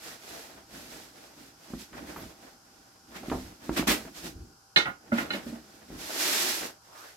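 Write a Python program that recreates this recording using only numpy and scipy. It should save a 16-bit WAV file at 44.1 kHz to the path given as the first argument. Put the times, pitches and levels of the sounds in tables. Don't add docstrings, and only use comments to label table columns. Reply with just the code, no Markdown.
import sys
import numpy as np
from scipy import signal
from scipy.fft import rfft, irfft, next_fast_len
from scipy.io import wavfile

SR = 44100
rng = np.random.default_rng(int(sys.argv[2]) if len(sys.argv) > 2 else 0)


def generate_wav(sig):
    pcm = np.round(np.clip(np.atleast_2d(sig).T, -1, 1) * 32767).astype(np.int16)
    wavfile.write(sys.argv[1], SR, pcm)


N = 315756


def from_db(db):
    return 10 ** (np.asarray(db) / 20)


def rms_one(x):
    return x / np.sqrt(np.mean(x ** 2) + 1e-20)


def add(out, start, sound):
    at = int(start * SR)
    out[..., at:at + sound.shape[-1]] += sound[..., :N - at]


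def at_hz(points, hz):
    point_hz, value = np.transpose(points)
    return np.interp(np.log(hz + 1e-9), np.log(point_hz), value)


def low_pass(x, hz, order=2):
    sections = signal.butter(order, min(hz, SR / 2 - 1000), fs=SR, output="sos")
    return signal.sosfilt(sections, x + 1e-18)


def drift(rate):
    knots = rng.standard_normal(int(N / SR * rate) + 2)
    return rms_one(np.interp(np.arange(N) * rate / SR, np.arange(len(knots)), knots))


def colour(pair, spectrum):
    # frequency in Hz, correlation (1 is identical).
    likeness = [(100, 0.91), (280, 0.94), (600, 0.35), (1200, 0), (2500, 0.1), (8000, 0)]
    size = next_fast_len(pair.shape[1])
    hz = np.arange(size // 2 + 1) * SR / size
    bass_cut = hz / np.hypot(hz, 20)
    mid, side = rfft(pair, size) * from_db(at_hz(spectrum, hz)) * bass_cut
    alike = np.clip(at_hz(likeness, hz), -1, 1)
    both = np.sqrt(1 + alike) * mid + np.sqrt(1 - alike) * side * [[1], [-1]]
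    return rms_one(irfft(both, size)[:, :pair.shape[1]])


def noise(spectrum, size=N):
    return colour(rng.standard_normal((2, size)), spectrum)


def grains(spectrum, per_s, spread_db, hiss_db):
    sizes = from_db(spread_db * np.minimum(rng.exponential(1, N), 4))
    happens = rng.random(N) < per_s / SR
    clicks = happens * sizes * rng.standard_normal((2, N))
    hiss = from_db(hiss_db) * rng.standard_normal((2, N))
    return colour(rms_one(clicks) + hiss, spectrum)


def struck(modes, t, spread_db, apart_hz=1100):
    out = np.zeros((2, len(t)))
    for k, (hz, db, t60) in enumerate(modes):
        turn = min((hz / apart_hz) ** 2, 1) * rng.uniform(0, np.pi / 2) * np.array([[-1], [1]])
        fading = from_db(db + spread_db * rng.standard_normal() - 60 * t / t60)
        sign = (-1) ** k
        out += sign * fading * np.sin(2 * np.pi * hz * t + turn)
    return out


def room(x, wet_db):
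    # frequency in Hz, relative level in dB per Hz.
    wall_spectrum = [(60, -3.5), (250, 2), (700, -3.5), (4000, -4), (15000, 0.5)]
    dull_t60, treble_t60, treble_hz = 0.22, 0.19, 2230
    t = np.arange(SR // 2) / SR
    air = noise(wall_spectrum, size=len(t))
    dull = low_pass(air, treble_hz, order=1)
    tail = dull * from_db(-60 * t / dull_t60) + (air - dull) * from_db(-60 * t / treble_t60)
    tail *= np.clip(t / 0.0027 - 1, 0, 1)
    tail /= np.sqrt(np.sum(tail ** 2) / 2)
    return x + from_db(wet_db) * signal.fftconvolve(np.atleast_2d(x), tail, axes=1)[:, :N]


def near_walls(pair, above_hz=700):
    # left delay in seconds, right delay in seconds, level in dB.
    echoes = [(.0021, 0.0012, -22.5), (.0047, 0.0065, -16.5), (.0093, 0.0067, -16.5), (0.013, 0.017, -20.5)]
    out = pair.copy()
    bright = pair - low_pass(pair, above_hz, order=1)
    for left_s, right_s, db in echoes:
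        add(out[0], left_s, from_db(db) * bright[0])
        add(out[1], right_s, from_db(db) * bright[1])
    return out


def background():
    # frequency in Hz, relative level in dB per Hz.
    air_spectrum = [(18, -47.5), (30, 0), (98, -2), (449, -8), (540, -11.5), (801, -3), (1220, -6),
                    (1460, 0), (1910, -21), (3220, -14), (3490, -19.5), (5040, -4.5), (8980, -16),
                    (12600, -15.5), (16000, -44)]
    # frequency in Hz, rms level in dB.
    hum_tones = [(113, -76), (786, -72.5)]
    air_db = -59.5
    t = np.arange(N) / SR
    hum = np.zeros(N)
    for hz, db in hum_tones:
        hum += np.sqrt(2) * from_db(db) * np.sin(2 * np.pi * hz * t + drift(6.5))
    return from_db(air_db) * noise(air_spectrum) + hum


def stroke(start, length):
    rise = 0.37
    edge_db, flatness = -10.5, 1.95
    along = (np.arange(N) / SR - start) / length - rise
    from_peak = np.minimum(np.abs(along) / np.where(along < 0, rise, 1 - rise), 3)
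    return from_db(edge_db * from_peak ** flatness)


def handling():
    # start in seconds, length in seconds,
    # then the levels of sliding, crumpling and billowing in dB.
    strokes = [(0.0, 0.18, -43, -48, -54.5), (0.202, .31, -44, -46.5, -54.5),
               (0.469, 0.22, -58, -51, -55.5), (0.698, 0.2, -46.5, -49, -49.5),
               (0.844, 0.25, -47, -49, -50.5), (1.107, 0.28, -54, -53, -57.5),
               (1.35, .19, -53.5, -53, -53.5), (1.58, 0.35, -53, -55.5, -58.5),
               (1.78, 0.081, -44.5, -66, -62), (1.92, 0.16, -53, -46, -42), (2.043, 0.13, -49, -45, -47.5),
               (2.126, 0.22, -49.5, -48.5, -46.5), (2.365, 0.2, -55.5, -51.5, -55.5),
               (2.585, 0.53, -63, -64, -63), (3.068, 0.25, -54.5, -54.5, -49),
               (3.209, 0.34, -47.5, -48, -45.5), (3.609, 0.15, -50.5, -46.5, -46.5),
               (3.714, .09, -44, -46, -55), (3.846, 0.28, -47.5, -45.5, -44),
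               (4.142, 0.11, -43.5, -50, -54), (4.222, 0.091, -40.5, -42.5, -42.5),
               (4.255, 0.28, -64, -64, -50.5), (5.09, 0.44, -53, -42, -45),
               (5.42, 0.18, -51.5, -49.5, -42.5), (5.555, 0.52, -58, -58, -57),
               (5.891, 0.17, -70, -54, -43), (6.598, 0.094, -58, -39, -45.5), (6.82, .14, -60, -59, -80),
               (6.92, .25, -50, -51, -88)]
    # time in seconds, sliding in dB (only the swing below the top counts).
    drag = [(5.88, -64.5), (6.04, -44), (6.118, -41), (6.224, -31), (6.336, -29), (6.504, -32),
            (6.668, -43.5), (6.78, -73)]
    slide_db, crumple_db, billow_db = -24.5, -40.5, -53
    follows = 0.46
    s, db = np.transpose(drag)
    swing = np.interp(np.arange(N) / SR, s, db - db.max(), left=-np.inf, right=-np.inf)
    drag_db = [slide_db + swing, crumple_db + follows * swing, billow_db + follows * swing]
    power = from_db(drag_db) ** 2
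    for start, length, *levels_db in strokes:
        power += np.outer(from_db(levels_db), stroke(start, length)) ** 2
    return np.sqrt(power)


def rustle():
    # frequency in Hz, relative level in dB per Hz.
    slide_spectrum = [(35, -43), (60, -29), (164, -22.5), (287, 0.5), (371, 3), (458, -9), (767, -3.5),
                      (1040, -6), (1820, -1), (3040, -2), (4970, -1), (8120, -5.5), (9130, -9),
                      (12400, -5.5), (16000, -18)]
    crumple_spectrum = [(150, -35), (300, 2.5), (650, 9.5), (1000, 1.5), (1600, 2.5), (2500, -5),
                        (4000, -11), (8000, -27)]
    billow_spectrum = [(20, -22), (40, -16), (58, 3), (100, -10.5), (140, -2), (230, 3), (310, 4.5),
                       (450, -8), (900, -37)]
    sliding, crumpling, billowing = handling()
    slide = sliding * from_db(0.69 * drift(45))
    slide = slide * grains(slide_spectrum, per_s=5000, spread_db=1.0, hiss_db=5)
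    crumple = crumpling * from_db(3.0 * drift(50))
    crumple = crumple * grains(crumple_spectrum, per_s=1200, spread_db=2.5, hiss_db=3.0)
    billow = billowing * from_db(1.27 * drift(35)) * noise(billow_spectrum)
    return from_db(-1.04) * slide + from_db(-3.0) * crumple + from_db(-1.87) * billow


def rubs(width_hz=330):
    # start in seconds, end in seconds, level in dB, first pitch in Hz, last pitch in Hz.
    rub_list = [(0.0, 0.158, -53, 1580, 1564), (0.317, 0.417, -49.5, 624.6, 559),
                (1.926, 1.972, -50, 1380, 1814), (2.058, 2.129, -53, 1890, 2360),
                (2.132, 2.238, -54, 12500, 12600), (3.113, 3.212, -49, 1098, 2554),
                (6.852, 7.16, -52.5, 799, 2000)]
    out = np.zeros((2, N))
    for start, end, db, first_hz, last_hz in rub_list:
        along = np.linspace(0, 1, max(int((end - start) * SR), 256))
        phase = 2 * np.pi * np.cumsum(first_hz * (last_hz / first_hz) ** along) / SR
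        blur_hz = width_hz * np.sqrt(first_hz / 1000)
        a, b = low_pass(rng.standard_normal((2, 2, len(along))), blur_hz)
        buzz = rms_one(a * np.cos(phase) + b * np.sin(phase))
        add(out, start, from_db(db) * np.sin(np.pi * along) * buzz)
    return out


def puffs(top_hz=100):
    # start in seconds, end in seconds, level in dB.
    puff_list = [(0.552, 0.85, -64), (2.145, 2.326, -47), (3.199, 3.587, -46.5), (4.233, 4.535, -45),
                 (5.899, 6.012, -50.5)]
    out = np.zeros(N)
    for start, end, db in puff_list:
        swell = np.hanning(max(int((end - start) * SR), 256))
        rumble = rms_one(low_pass(rng.standard_normal(len(swell)), top_hz, order=4))
        add(out, start, from_db(db) * swell * rumble)
    return out


def flaps(cycles=3.8, swell_hz=59, swell_db=-17, swell_t60=0.16, swell_rise=0.016):
    # start in seconds, level in dB, strength of the crack in dB against that level,
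    # upper edge of the crack in Hz, time for the crack to fall by 60 dB in seconds.
    flap_list = [(1.704, -35, -21, 690, .04), (1.736, -25.5, -6, 920, 0.044), (1.930, -48.5, 10, 1820, .09),
                 (2.161, -43, 9.5, 1300, 0.18), (3.231, -43, 9.5, 900, .07), (3.283, -27.5, -3, 600, 0.047),
                 (3.299, -33, 5, 2700, 0.039), (3.315, -25.5, 5.5, 1020, 0.1), (3.346, -23.5, 0, 600, .11),
                 (3.386, -37, -2, 700, .085), (3.693, -16.5, -4.5, 1450, .025),
                 (3.715, -31, -4, 1315, 0.033), (3.795, -17, -9, 1200, .047), (3.826, -37, 11, 1000, .048),
                 (3.885, -19, -12, 1540, .044), (3.908, -28, -14, 1500, .04),
                 (4.051, -37.5, 3, 1720, 0.033), (5.903, -34.5, -5, 600, 0.044)]
    pocket_hz, pocket_spread = 270, .06
    out, t = np.zeros(N), np.arange(SR // 4) / SR
    for s, db, crack_db, edge_hz, crack_t60 in flap_list:
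        hz = pocket_hz * np.exp(pocket_spread * rng.standard_normal())
        pocket = np.sin(2 * np.pi * hz * t) * from_db(-60 * t * hz / (2 * cycles))
        swing = np.sin(2 * np.pi * swell_hz * t) * np.minimum(t / swell_rise, 1)
        swing = swing * from_db(swell_db - 60 * t / swell_t60)
        crack = rms_one(low_pass(rng.standard_normal(len(t)), edge_hz, order=3))
        crack = crack * from_db(crack_db - 60 * t / crack_t60) / 2
        add(out, s, (pocket + swing + crack) * from_db(db))
    return from_db(1.5) * room(out, wet_db=-4.5)


def slaps(bright_hz=4000):
    # start in seconds, level in dB, rise in seconds,
    # hold in seconds, gain of the bright part in dB.
    slap_list = [(3.138, -41.5, 0.026, .005, -1), (3.759, -26.5, 0.014, 0.013, 0),
                 (3.869, -23.5, 0.0081, 0.042, 4.5), (5.12, -37.5, 0.019, 0.042, -6),
                 (5.172, -39, 0.013, 0.034, 0), (5.313, -37, 0.024, 0.028, -4)]
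    # frequency in Hz, relative level in dB per Hz.
    slap_spectrum = [(50, -9), (130, 0), (280, 11.5), (500, 2.5), (1100, 1.5), (2300, 1.5), (5000, -5.5),
                     (8000, -9.5), (9500, -13), (12500, -9), (16000, -20)]
    slap_t60 = 0.21
    out, t = np.zeros((2, N)), np.arange(SR // 2) / SR
    smacks = grains(slap_spectrum, per_s=3200, spread_db=-1, hiss_db=8.5)
    for s, db, rise, hold, bright_db in slap_list:
        burst = smacks[:, int(s * SR):][:, :len(t)]
        dull = low_pass(burst, bright_hz, order=1)
        fade_db = -60 * np.maximum(t - rise - hold, 0) / slap_t60
        shape = np.minimum(t / rise, 1) * from_db(db + fade_db)
        add(out, s, shape * (dull + from_db(bright_db) * (burst - dull)))
    return out


def rolling_pin(clatter_t60=0.083, clatter_low_hz=600, tick_db=-30, rise_s=0.0016):
    # start in seconds, rolling pin in dB, neighbouring stick in dB, hardness of the contact in Hz.
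    knocks = [(4.7601, -13, -27, 4640), (4.7709, -18, -24, 5040), (4.799, -36, -24, 4000),
              (4.854, -44, -24, 2760), (4.868, -50, -22, 1570), (4.89, -50, -36.5, 2380),
              (5.118, -34, -22, 1730), (5.181, -34, -20, 3000), (5.304, -29.5, -27, 4050),
              (5.334, -31, -46, 3370)]
    # frequency in Hz, level in dB, time to fall by 60 dB in seconds.
    pin_modes = [(442, -15.5, 0.17), (910, -15, 0.21), (1452, 3, 0.07), (1766, -1, 0.083),
                 (1850, -2, 0.055), (2116, 0, 0.07), (2160, -2.5, 0.14), (2478, -2.5, 0.081),
                 (2928, 5, 0.084), (3260, -6, 0.09), (3634, -0.5, 0.082), (3973, -4, 0.07),
                 (4060, 7, 0.049), (4625, -4.5, 0.066), (5440, -16, 0.082)]
    stick_modes = [(821, -9.5, 0.099), (1312, -7, 0.14), (1425, -2, 0.17), (1480, -9, .1),
                   (1730, -10, 0.075), (1930, -5, 0.12), (2056, -5.5, .08), (2120, -6, 0.087),
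                   (2535, -7, 0.072), (2820, -15, .06), (3330, -10, .06)]
    rings, clatters, t = np.zeros((2, N)), np.zeros(N), np.arange(SR // 3) / SR
    contact = np.minimum(t / rise_s, 1)
    for s, pin_db, stick_db, hard_hz in knocks:
        pin = from_db(pin_db) * struck(pin_modes, t, spread_db=2.5)
        stick = from_db(stick_db) * struck(stick_modes, t, spread_db=1.5)
        clatter_db = max(pin_db, stick_db) - 5.5
        clatter = rng.standard_normal(len(t)) * from_db(clatter_db - 60 * t / clatter_t60) * contact
        clatter = clatter - 0.43 * low_pass(clatter, clatter_low_hz, order=1)
        add(rings, s, low_pass((pin + stick) * contact, hard_hz, order=4))
        add(clatters, s, low_pass(clatter, hard_hz, order=4) + from_db(tick_db) * clatter)
    left, right = from_db(-3.5) * room(rings, wet_db=-6.0) + from_db(3.5) * room(clatters, wet_db=6.0)
    return np.array([from_db(-2) * np.roll(left, 4), right])


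def bumps():
    # start in seconds, level in dB, hardness of the contact in Hz.
    bump_list = [(5.118, -23.5, 600), (5.126, -17.5, 292), (5.342, -30, 597), (5.463, -34, 504),
                 (5.524, -34, 396)]
    # frequency in Hz, level in dB, time to fall by 60 dB in seconds.
    floor_modes = [(133, -26.5, .15), (199, -8.5, 0.45), (234.8, -1, 0.18), (331, -10.5, 0.17),
                   (416, -21, 0.074), (502, -13.5, 0.13), (571, -5.5, 0.18), (646, -8, 0.12)]
    out, t = np.zeros((2, N)), np.arange(SR // 2) / SR
    for s, db, hard_hz in bump_list:
        boom = struck(floor_modes, t, spread_db=3.0)
        add(out, s, from_db(db) * low_pass(boom, hard_hz))
    return room(out, wet_db=-10.5)


def scene():
    # frequency in Hz, left minus right in dB.
    lean = [(60, 0.5), (130, 2), (280, -3.5), (550, .8), (1100, -1.5), (2200, -1.5), (4500, -3), (8000, -5),
            (12500, 1.6)]
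    cloth = near_walls(rustle() + slaps() + rubs())
    work = cloth + puffs() + flaps() + rolling_pin() + bumps()
    size = next_fast_len(N)
    lean_db = at_hz(lean, np.arange(size // 2 + 1) * SR / size)
    ear_gains = from_db(np.array([[1], [-1]]) * lean_db / 2)
    return irfft(rfft(work, size) * ear_gains, size)[:, :N] + background()


def record(dry):
    peak_limit, cutoff_hz = 1, 15800
    thinned = signal.sosfilt(signal.butter(3, 38, "high", fs=SR, output="sos"), dry)
    rounded = peak_limit * np.tanh(thinned / peak_limit)
    return signal.sosfilt(signal.ellip(12, .1, 80, cutoff_hz, fs=SR, output="sos"), rounded)


dry = scene()
out = record(dry)
generate_wav(out)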